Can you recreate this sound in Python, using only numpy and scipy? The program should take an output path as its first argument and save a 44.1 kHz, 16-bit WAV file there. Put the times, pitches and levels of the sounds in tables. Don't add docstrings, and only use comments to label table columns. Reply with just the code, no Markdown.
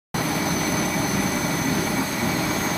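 import sys
import numpy as np
from scipy import signal
from scipy.fft import rfft, irfft, next_fast_len
from scipy.io import wavfile
from scipy.ndimage import uniform_filter1d, map_coordinates

SR = 44100
rng = np.random.default_rng(int(sys.argv[2]) if len(sys.argv) > 2 else 0)


def unload_wav(signal):
    wavfile.write(
        sys.argv[1],
        SR,
        np.round(np.clip(np.atleast_2d(signal).T, -1, 1) * 32767).astype(np.int16),
    )


N = 122157

# [dB, relative]
ROAR_SPECTRUM = [(20, -31), (45, -13), (105, -10.5), (135, -1.5), (175, -1), (290, -0.5), (380, -7.5),
                 (480, -17), (700, -25.5), (2000, -51)]
# time_s [s], level_db [dB]
ROAR_LEVEL = [(.14, -28.5), (.5, -29), (1.1, -27.5), (1.65, -27), (2.1, -28), (2.77, -30)]
# pitch_hz [Hz], level_db [dB]
FAN_TONES = [(123, -43), (158, -38), (197, -41), (217, -40.5), (290, -43.5), (309, -38.5), (592, -46.5)]
# order [multiple of the shaft rate], level_db [dB]
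MOTOR_ORDERS = [(2, -45), (4, -38.5), (6, -37.5), (8, -42.5), (9, -44)]
# pitch_hz [Hz], width_hz [Hz], level_db [dB]
DUCTS = [(626.5, 40, -40.5), (809, 31, -39.5), (908, 64, -43.5)]
# time_s [s], drive_db [dB]
DUCT_DRIVE = [(.14, -0.59), (.9, 2.1), (1.4, -.5), (2.1, -1.9), (2.77, 1)]
# [dB, relative]
RUSH_SPECTRUM = [(200, -15.5), (520, -4), (720, -1.5), (950, 1), (1150, -3), (1700, -6), (2300, -5),
                 (2650, -11.5), (3200, -12.5), (4400, -11), (5200, -17.5), (7000, -27), (15000, -55)]
# time_s [s], level_db [dB]
RUSH_LEVEL = [(.14, -29), (.8, -30), (1.4, -30), (1.9, -30.5), (2.77, -29)]
# [dB, relative]
HISS_SPECTRUM = [(2500, -23), (5000, -3.5), (6400, 8), (6830, -7.5), (7200, -1), (8100, 2), (9300, -3.5),
                 (10300, 2.5), (11200, -2.5), (13400, -3.5), (14300, 0), (15300, -4.5)]
# time_s [s], level_db [dB]
HISS_LEVEL = [(.14, -39.5), (1.3, -38.5), (2.1, -38), (2.77, -38)]
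# pitch_hz [Hz], width_hz [Hz], level_db [dB]
FRAME = [(1414, 38, -45), (1844, 15, -48), (1956, 32, -41.5), (2010, 29, -44.5), (2212, 41, -48.5),
         (2284, 20, -39.5), (2472, 17, -50.5)]
# pitch_hz [Hz], level_db [dB]
STEEL = [(3390, -52.5), (3685, -51.5), (3935, -54.5), (4112, -47), (4243, -48), (4345, -49.5),
         (4380, -50.5), (4694, -52), (4985, -63.5), (7870, -52), (8280, -55.5), (8600, -56.5), (9920, -57),
         (11530, -52), (12000, -62), (12780, -55), (13500, -59), (15130, -62)]
WHISTLE_TIMES = [.4, 1.3, 1.9, 2.6]
# pitch_hz [Hz], width_hz [Hz], then level_db [dB] at each of the four times
WHISTLES = [(6198, 40, -47.5, -38.5, -46.5, -43), (6477, 24, -53, -59, -46, -40),
            (10150, 110, -45.5, -47, -61, -70), (10940, 60, -62, -64, -46, -53),
            (14050, 50, -56, -55, -55, -45), (14240, 90, -51, -52, -52, -53),
            (14440, 80, -47, -50, -54, -62)]
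# time_s [s], pitch_hz [Hz], level_db [dB]
WHINE = [(.14, 6070, -40), (.35, 6110, -39), (.6, 6092, -34), (.85, 6110, -37), (1.15, 6100, -36.5),
         (1.55, 6140, -39), (1.8, 6160, -38), (2.0, 6130, -45.5), (2.77, 6160, -52)]

START_S, TOP_HZ = 0.1435, 15400
SHAFT_HZ, SHAFT_DRIFT = 44.77, 0.003
HISS_RIPPLE_DB, HISS_RIPPLE_HZ = 2, 75.3
STEEL_WIDTH_HZ = 13.3
WHISTLE_FLUTTER_DB = 3.5
WHINE_JITTER_HZ, WHINE_JITTER_RATE, WHINE_FLUTTER_DB = 36.04, 170, 3


def amp(db):
    return 10 ** (np.asarray(db) / 20)


def unit(x):
    return x / np.sqrt(np.mean(x ** 2) + 1e-20)


def curves(rows):
    time_s, *columns = np.transpose(rows)
    return [np.interp(np.arange(N) / SR, time_s, column) for column in columns]


def wobble(rate):
    knots = rng.standard_normal(4096)
    return map_coordinates(knots, [np.arange(N) * rate / SR], mode="mirror")


def filtered(x, response):
    size = next_fast_len(N + 8192)
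    spectrum = rfft(x, size) * response(np.fft.rfftfreq(size, 1 / SR))
    return irfft(spectrum, size)[:N]


def flow(spectrum, patchy_db):
    bins = signal.stft(rng.standard_normal(N), nperseg=512)[2]
    patches = uniform_filter1d(rng.standard_normal(bins.shape), size=8, axis=0)
    patches = uniform_filter1d(patches, size=10, axis=1)
    noise = signal.istft(bins * amp(patchy_db * unit(patches)), nperseg=512)[1][:N]
    hz, db = np.transpose(spectrum)
    return unit(filtered(noise, lambda f: amp(np.interp(np.log(f + 1), np.log(hz), db))))


def ringing(hz, width_hz):
    noise = rng.standard_normal(N)
    return unit(filtered(noise, lambda f: 1 / (1 + ((f - hz) / width_hz) ** 2 * 2)))


def tone(hz):
    turns = np.cumsum(hz) / SR + rng.random()
    return np.sqrt(2) * np.sin(2 * np.pi * turns)


def combed(x):
    knots = rng.standard_normal(2048)

    def ripple(f):
        return np.tanh(map_coordinates(knots, [f / HISS_RIPPLE_HZ], mode="mirror"))

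    return unit(filtered(x, lambda f: amp(HISS_RIPPLE_DB * unit(ripple(f)))))


def fans():
    level_db, = curves(ROAR_LEVEL)
    out = amp(level_db + 0.4 * wobble(11.9)) * flow(ROAR_SPECTRUM, patchy_db=1.77)
    for hz, db in FAN_TONES:
        out += amp(db + 3.1 * wobble(5.04)) * tone(hz * (1 + 0.005 * wobble(7)))
    return out


def motor():
    shaft_hz = SHAFT_HZ * (1 + SHAFT_DRIFT * wobble(3.905))
    return sum(amp(db + 2.4 * wobble(4.99)) * tone(round(order) * shaft_hz) for order, db in MOTOR_ORDERS)


def ducts():
    drive_db, = curves(DUCT_DRIVE)
    return sum(amp(db + drive_db) * ringing(hz, width_hz) for hz, width_hz, db in DUCTS)


def coolant():
    rush_db, = curves(RUSH_LEVEL)
    hiss_db, = curves(HISS_LEVEL)
    rush_gain = amp(rush_db + 0.25 * wobble(8.9) + 0.9 * wobble(130))
    hiss_gain = amp(hiss_db + 0.4 * wobble(90))
    rush = rush_gain * flow(RUSH_SPECTRUM, patchy_db=0.9)
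    return rush + hiss_gain * combed(flow(HISS_SPECTRUM, patchy_db=1.0))


def steelwork():
    frame = sum(amp(db) * ringing(hz, width_hz) for hz, width_hz, db in FRAME)
    relative_width = STEEL_WIDTH_HZ / STEEL[0][0]
    return frame + sum(amp(db) * ringing(hz, relative_width * hz) for hz, db in STEEL)


def whistles():
    out = np.zeros(N)
    for hz, width_hz, *levels_db in WHISTLES:
        level_db, = curves(list(zip(WHISTLE_TIMES, levels_db)))
        pitch_hz = hz + 0.454 * width_hz * wobble(2 * width_hz)
        flutter = amp(WHISTLE_FLUTTER_DB * wobble(width_hz))
        out += amp(level_db) * unit(flutter * tone(pitch_hz))
    return out


def whine():
    pitch_hz, level_db = curves(WHINE)
    jittered_hz = pitch_hz + WHINE_JITTER_HZ * wobble(WHINE_JITTER_RATE)
    flutter = amp(WHINE_FLUTTER_DB * wobble(110))
    return amp(level_db) * unit(flutter * tone(jittered_hz))


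def scene():
    background = fans() + motor() + ducts() + coolant() + steelwork()
    return (background + whistles() + whine())[None]


def record(dry):
    opened = np.clip((np.arange(N) / SR - START_S) / 0.0025 + 0.5, 0, 1)
    return filtered(dry[0] * opened, lambda f: 1 / (1 + (f / TOP_HZ) ** 400))[None]


dry = scene()
out = record(dry)
unload_wav(out)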